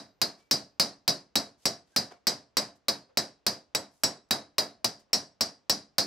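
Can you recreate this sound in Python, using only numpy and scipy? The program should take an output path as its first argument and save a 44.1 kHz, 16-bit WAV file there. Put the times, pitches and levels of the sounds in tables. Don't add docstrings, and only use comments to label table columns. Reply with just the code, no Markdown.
import sys
import numpy as np
from scipy import signal
from scipy.fft import rfft, irfft, next_fast_len
from scipy.io import wavfile
from scipy.ndimage import uniform_filter1d, minimum_filter1d, map_coordinates

SR = 44100
rng = np.random.default_rng(int(sys.argv[2]) if len(sys.argv) > 2 else 0)


def inscribe(sig):
    pcm = np.round(np.clip(np.atleast_2d(sig).T, -1, 1) * 32767)
    wavfile.write(sys.argv[1], SR, pcm.astype(np.int16))


def magnitude_from_level(level_db):
    exponent = np.asarray(level_db, float) / 20
    return 10 ** exponent


N = 267378
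LENGTH = SR // 2
T = np.arange(LENGTH) / SR
HZ = np.fft.rfftfreq(2 * LENGTH, 1 / SR)

# pitch in Hz, level in dB per Hz.
HUSH = [(25, 14.5), (60, 16.5), (150, 3), (600, 5.5), (2000, -6.5), (6000, -13.5), (15000, -46)]
# loudest moment in seconds, level in dB, rise in seconds, t60 in seconds,
# dullness in dB.
SLIDES = [(0.386, -59.5, 0.019, 0.27, 0.5), (0.583, -59, 0.0016, .06, 1), (1.404, -41, 0.0012, 0.032, 23),
          (1.619, -54, 0.052, 0.32, -6), (1.885, -68.5, 0.042, 1, -2), (2.113, -46, 0.012, 0.2, 9),
          (2.759, -63, 0.0087, 0.093, -11), (3.089, -65.5, 0.0054, 0.23, 14),
          (3.934, -67, 0.049, 0.77, -13), (4.288, -65.5, .002, 0.02, -8.5), (4.997, -52, 0.0093, 0.1, -2),
          (5.10, -66, 0.0059, .1, 19)]
# pitch in Hz, level in dB per Hz.
SLIDE_TONE = [(80, -19.5), (300, 2.5), (900, 2.5), (2500, -5.5), (5500, -2), (7500, -6), (11000, -14),
              (15500, -24), (16500, -67.5)]
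# start in seconds, pitch in Hz, level in dB, t60 in seconds.
PINGS = [
    (1.925, 1590, -63, .6),
    (.39, 2300, -68, .5),
    (2.112, 703, -51.5, .25),
    (2.112, 2240, -61, .2),
    (3.088, 502, -56, 0.22),
    (4.78, 624, -64, .5),
]
# pitch in Hz, likeness from -1 to 1.
NEAR_ALIKE = [(30, 0.32), (200, 0.12), (700, 0.12), (2500, 0.46), (5000, 0.83), (9000, 0.22), (14000, 0.49)]
ROOM_ALIKE = [(30, 0.76), (200, 0.97), (600, 0.94), (1400, 0.25), (2800, 0.95), (5000, 0.2), (8000, 0.19),
              (10000, 0.062), (15000, .05)]
# pitch in Hz, left minus right in dB.
BALANCE_DB = [(60, 1.5), (300, -1.5), (700, -1.5), (1200, 0), (4000, 1.5), (9000, -0.5)]

# start in seconds, force in dB, spot along the face in steps from about -1.5 to 1, spot
BLOWS = [(-0.082, -14.5, -0.96, 0.24, -0.13), (0.2155, -15, -1.14, -0.13, 0.56),
         (0.5109, -13, 0.19, 0.24, 0.34), (0.797, -12, -0.29, 0.066, 0.42),
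         (1.078, -13.5, -0.54, 0.049, 0.53), (1.3553, -13.5, -0.51, 0.69, -0.19),
         (1.6545, -16.5, 0.65, 0.33, -0.61), (1.962, -14, -0.42, 0.13, 0.17),
         (2.269, -14.5, 0.4, -0.16, -0.43), (2.5689, -14, -0.29, -0.18, -0.57),
         (2.8831, -15.5, -1.3, -0.072, 0.4), (3.172, -15.5, -0.15, -0.0023, -0.5),
         (3.465, -15, -0.46, -0.47, 0.17), (3.7488, -18.5, -0.26, 0.16, -1.05),
         (4.0347, -15, 0.59, 0.3, -1.1), (4.3083, -13, -1.43, 0.1, -0.09), (4.582, -14.0, -1.3, -0.4, 0.11),
         (4.8442, -19, 0.4, -0.44, -0.13), (5.1308, -15.5, 0.96, 0.3, -0.42),
         (5.408, -18.5, 0.82, -0.74, -0.3), (5.696, -15, 0.51, 0.18, 0.076),
         (5.9821, -13.5, -0.13, -0.09, 0.26)]
# level in dB over the force,
# dB per step along the face, dB per step across it, dB per step of flatness.
RING_LAW = [(-16, 2.1, -2, 3), (-26, -3, 7, -1), (-24, 0.3, 5, 6.5), (-23.5, 6.5, 2.3, 1.5),
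            (-29.5, 5, 2, -6.5)]
SHEET_LAW = [(1.5, 2.1, -0.5, 0.5), (-19, 1, 0.5, 0.2), (-25.5, -0.5, -1, -2.8), (-9.5, 0, -1, -1.5),
             (-11.5, 1, 0, 0)]
COLOUR_HZ = [200, 750, 2200, 5000, 12000]

# pitch in Hz, strength in dB, t60 in seconds, ring group as a row of RING_LAW.
ANVIL_HZ = [3887, 3940, 4283, 4631, 4768, 4872, 4945, 5125, 5200, 5472, 5870, 6103, 7069, 7887]
ANVIL_DB = [0, -7, 1, -6, -13, -2, -10, -12, -13, 2.5, -11, -12, -9, -3]
ANVIL_T60 = [0.12, 0.077, 0.11, 0.044, 0.21, 0.11, 0.16, 0.013, 0.032, 0.11, 0.2, .1, 0.1, 0.11]
ANVIL_GROUP = [1, 1, 2, 0, 0, 0, 0, 0, 0, 3, 3, 3, 4, 4]

# pitch in Hz, width in Hz, height in dB.
RESONANCES = [(123, 13, -8), (156, 32, -7), (213.8, 31, 5.5), (292, 20, 3), (382, 59, -10.5), (543, 23, -5),
              (606, 18, -2), (683.7, 78, -1), (740, 59, -19.5), (1105, 69, -11.5), (1700, 80, -23),
              (1680, 420, -7.5)]
# pitch in Hz, level in dB per Hz.
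CRASH_TONE = [(30, -38), (100, -13.5), (250, -6.5), (700, 2.5), (1500, -5), (3000, -11), (3700, -7.5),
              (4000, -0.5), (5000, 3), (6000, -3), (7000, -9), (10000, -15.5), (14500, -13), (16000, -35)]
# pitch in Hz, t60 in seconds.
CRASH_T60 = [(60, 0.24), (250, 0.068), (800, 0.07), (2500, 0.055), (5000, 0.081), (10000, 0.071),
             (16000, 0.015)]
ROOM_T60 = [(60, 0.37), (250, 0.29), (800, .29), (2500, 0.26), (5000, 0.26), (10000, 0.22), (15000, 0.059)]
# pitch in Hz, level in dB against the crash.
ROOM_DB = [(100, -2), (700, -5), (2500, -13.5), (5000, -13), (12000, -8.5)]

KNOCK_HZ = [117, 222, 281, 660, 560, 1132, 682, 2090]
# left level in dB, right level in dB, t60 in seconds, delay in seconds.
KNOCK = [(-13, -10, 0.16, 0.0046), (-6.5, 4, 0.071, .0045), (-11, -9, 0.36, 0.0044), (-3, 1, .025, 0.0015),
         (-23.5, 8, 0.053, 0.0025), (-15.5, -23, 0.052, 0.0033), (-4, -4.5, 0.28, .004),
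         (-36, -36.5, .45, .002)]
# pitch in Hz, level in dB per Hz over the force.
JOLT_TONE = [(100, -12), (300, -4), (750, -1.5), (1500, -8.5), (2800, -15.5), (4500, -40.5)]
# delay in seconds, pressure, width in seconds.
CONTACT = [(-.0002, .4, .0001), (0, -.85, .00011), (.00056, 1.15, .00012), (.0008, -.7, .00011)]
# pitch in Hz, level in dB over the force, t60 in seconds.
CRACK = [(1500, -8, 0.0037), (2540, -6, 0.004), (3050, -6, 0.0079), (5120, -4, 0.01), (7300, -8, .005),
         (8500, -10, 0.006)]


def unit(x):
    return x / np.sqrt(np.mean(x ** 2) + 1e-20)


def along(points, hz):
    point_hz, value = np.transpose(points)
    return np.interp(np.log(hz + 1), np.log(point_hz + 1), value)


def chance(rate, count):
    knots = rng.standard_normal((count, 60))
    return np.array([map_coordinates(k, [T * rate], order=1) for k in knots])


def spread(pair, gain, alike, hz):
    turn = np.arccos(np.clip(along(alike, hz), -1, 1)) / 2
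    mid, side = rfft(pair, 2 * len(hz) - 2) * gain * [np.cos(turn), np.sin(turn)]
    lean = magnitude_from_level(along(BALANCE_DB, hz) / 2)
    return irfft([(mid + side) * lean, (mid - side) / lean])[:, :pair.shape[1]]


def dying(t60s, gain, alike):
    noise = spread(rng.standard_normal((2, LENGTH)), gain, alike, HZ)
    hz, t, z = signal.stft(noise, SR, nperseg=256)
    fade = magnitude_from_level(-60 * t / along(t60s, hz)[:, None])
    return signal.istft(z * fade, SR, nperseg=256)[1][:, :LENGTH]


def empty_track():
    return np.zeros((2, N + 3 * SR))


def add(track, x, s):
    track[:, round((s + 1) * SR):][:, :x.shape[1]] += x


def hush():
    hz = np.fft.rfftfreq(2 * next_fast_len(N // 2 + 1), 1 / SR)
    t = np.arange(N) / SR
    whine = magnitude_from_level(-92) * np.clip(1.3 - t, 0, 1) * np.sin(2 * np.pi * 13170 * t)
    air = spread(rng.standard_normal((2, N)), magnitude_from_level(along(HUSH, hz)), NEAR_ALIKE, hz)
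    return magnitude_from_level(-72) * unit(air) + whine


def slides():
    track = empty_track()
    for s, db, rise, t60, dull_db in SLIDES:
        tilt = along([(1500, dull_db), (4000, 0.013), (12000, -.8 * dull_db)], HZ)
        gain = magnitude_from_level(along(SLIDE_TONE, HZ) + tilt)
        puff = unit(spread(rng.standard_normal((2, LENGTH)), gain, ROOM_ALIKE, HZ))
        grit = magnitude_from_level(2.5 * map_coordinates(rng.standard_normal(200), [T * 180], order=1))
        swell = (1 - np.exp(-(T / rise) ** 2)) * (T < .3)
        add(track, magnitude_from_level(db - 60 * T / t60) * swell * grit * puff, s - rise)
    return track[:, SR:SR + N]


def pings():
    track = empty_track()
    for s, hz, db, t60 in PINGS:
        wander = np.cumsum(20 * chance(60, count=2), axis=1) / SR
        fade = magnitude_from_level(db - 60 * T / t60) * (1 - np.exp(-T / .012))
        add(track, fade * np.sin(2 * np.pi * (hz * T + wander)), s)
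    return track[:, SR:SR + N]


def shimmer(count):
    low_hz, high_hz, level_db, t60 = 8200, 15300, -49, .17
    spot, size, life, ear = rng.random((count, 4)).T[:, :, None]
    hz = low_hz + (high_hz - low_hz) * spot
    fade = magnitude_from_level(level_db + 6 * size - 60 * T / (t60 * (0.55 + 0.73 * life)))
    lines = fade * np.sin(2 * np.pi * hz * T)
    return np.array([(lines * (.5 + ear)).sum(0), (lines * (1.5 - ear)).sum(0)])


def jolt():
    t60, rise, alike = 0.058, .002, -0.6
    clatter = dying([(100, t60)], magnitude_from_level(along(JOLT_TONE, HZ)), [(100, alike)])
    return clatter * (1 - np.exp(-(T / rise) ** 2))


def bench(boom_db, body_db):
    colour = list(zip(COLOUR_HZ, [boom_db, body_db, body_db, 0, 0]))
    knock = np.zeros((2, LENGTH))
    for hz, (left_db, right_db, t60, delay) in zip(KNOCK_HZ, KNOCK):
        t = np.maximum(T - delay, 0)
        db = along(colour, hz) + rng.normal(0, 0.66)
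        sides = magnitude_from_level([[db + left_db], [db + right_db]])
        knock += sides * magnitude_from_level(-60 * t / t60) * np.sin(2 * np.pi * hz * t)
    return knock


def sheet(colour_db):
    peaks = sum(magnitude_from_level(db - 2.0) / (1 + (2 * (HZ - hz) / width) ** 2) for hz, width, db in RESONANCES)
    colour = along(list(zip(COLOUR_HZ, colour_db)), HZ)
    gain = magnitude_from_level(along(CRASH_TONE, HZ) + colour) * (1 + peaks)
    crash = dying(CRASH_T60, gain, NEAR_ALIKE) * (1 - np.exp(-T / 0.00042))
    room = dying(ROOM_T60, gain * magnitude_from_level(along(ROOM_DB, HZ)), ROOM_ALIKE)
    return crash + room * (1 - np.exp(-T / 0.0023))


def anvil(levels_db):
    rocking_db, wall_loss_db_per_half_octave, wall_t60 = 2, 5, 0.26
    group_db = np.array(levels_db)[ANVIL_GROUP]
    hz, db, t60 = np.array([ANVIL_HZ, ANVIL_DB + group_db, ANVIL_T60])[:, :, None]
    count = len(hz)
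    detune, turn = rng.standard_normal((2, count, 1)) * [[[.001]], [[.05]]]
    phase = 2 * np.pi * (hz * (1 + detune) * T + turn)
    ring = magnitude_from_level(db + rocking_db * chance(60, count) - 60 * T / t60) * np.sin(phase)
    direct = ring * (1 - np.exp(-T / 0.0006))

    wall_loss = wall_loss_db_per_half_octave * np.maximum(np.log2(hz / 5500), 0) * 2
    fade = magnitude_from_level(db - 16 - wall_loss - 60 * T / wall_t60) * (1 - np.exp(-T / 0.0031))

    def echo():
        return (fade * (chance(36, count) * np.sin(phase) + chance(36, count) * np.cos(phase))).sum(0)

    mid, side = echo(), echo()
    return direct.sum(0) + mid + magnitude_from_level(-20) * side * [[1], [-1]]


def crack():
    hz, db, t60 = np.transpose(CRACK)[:, :, None]
    hz = hz * (1 + .07 * rng.standard_normal(hz.shape))
    return (magnitude_from_level(db - 60 * T / t60) * np.sin(2 * np.pi * hz * T)).sum(0)[None]


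def contact(clang_db, sizzle_db):
    click = sum(size * np.exp(-.5 * ((T - .0005 - delay) / width) ** 2) for delay, size, width in CONTACT)
    bright_noise = np.diff(rng.standard_normal(LENGTH + 1))
    hiss = bright_noise * magnitude_from_level(-60 * T / 0.027) * (1 - np.exp(-T / 0.0001))
    return magnitude_from_level(clang_db) * click + magnitude_from_level(sizzle_db) * hiss * np.ones((2, 1))


def hammer():
    track = empty_track()
    for s, force_db, *spot in BLOWS:
        rings_db = force_db + np.array(RING_LAW) @ [1, *spot]
        splash_db, *colour_db = force_db + np.array(SHEET_LAW) @ [1, *spot]
        boom, body, clang, sizzle = np.array(colour_db) - splash_db
        sheet_colour_db = [boom + 21, body + 19, clang + 13, 0, sizzle + 14]
        add(track, contact(splash_db + clang + 7, splash_db + sizzle + 4), s)
        add(track, magnitude_from_level(force_db) * (crack() + jolt() + shimmer(count=60)), s + 0.00066)
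        add(track, magnitude_from_level(15) * anvil(rings_db), s + .0003)
        add(track, magnitude_from_level(splash_db + 5.0) * sheet(sheet_colour_db), s + .0001)
        add(track, magnitude_from_level(splash_db + 2.5) * bench(boom, body), s - .0002)
    return track[:, SR:SR + N]


def scene():
    return hush() + slides() + pings() + hammer()


def band_limit(x):
    return signal.sosfilt(signal.butter(12, 16800, fs=SR, output="sos"), x)


def record(dry):
    need = np.minimum(1, 0.37 / (np.abs(dry).max(0) + 1e-9))
    ahead = round(.009 * SR)
    gain = uniform_filter1d(minimum_filter1d(need, 2 * ahead), ahead // 2)
    x = dry * gain ** 0.5
    x = x / (1 + np.abs(x / 0.23) ** 3) ** (1 / 3)
    x = signal.sosfilt(signal.butter(2, 75, "high", fs=SR, output="sos"), x)
    x = signal.sosfilt(signal.cheby2(10, 50, 16700, fs=SR, output="sos"), x)
    return band_limit(x)


dry = scene()
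out = record(dry)
inscribe(out)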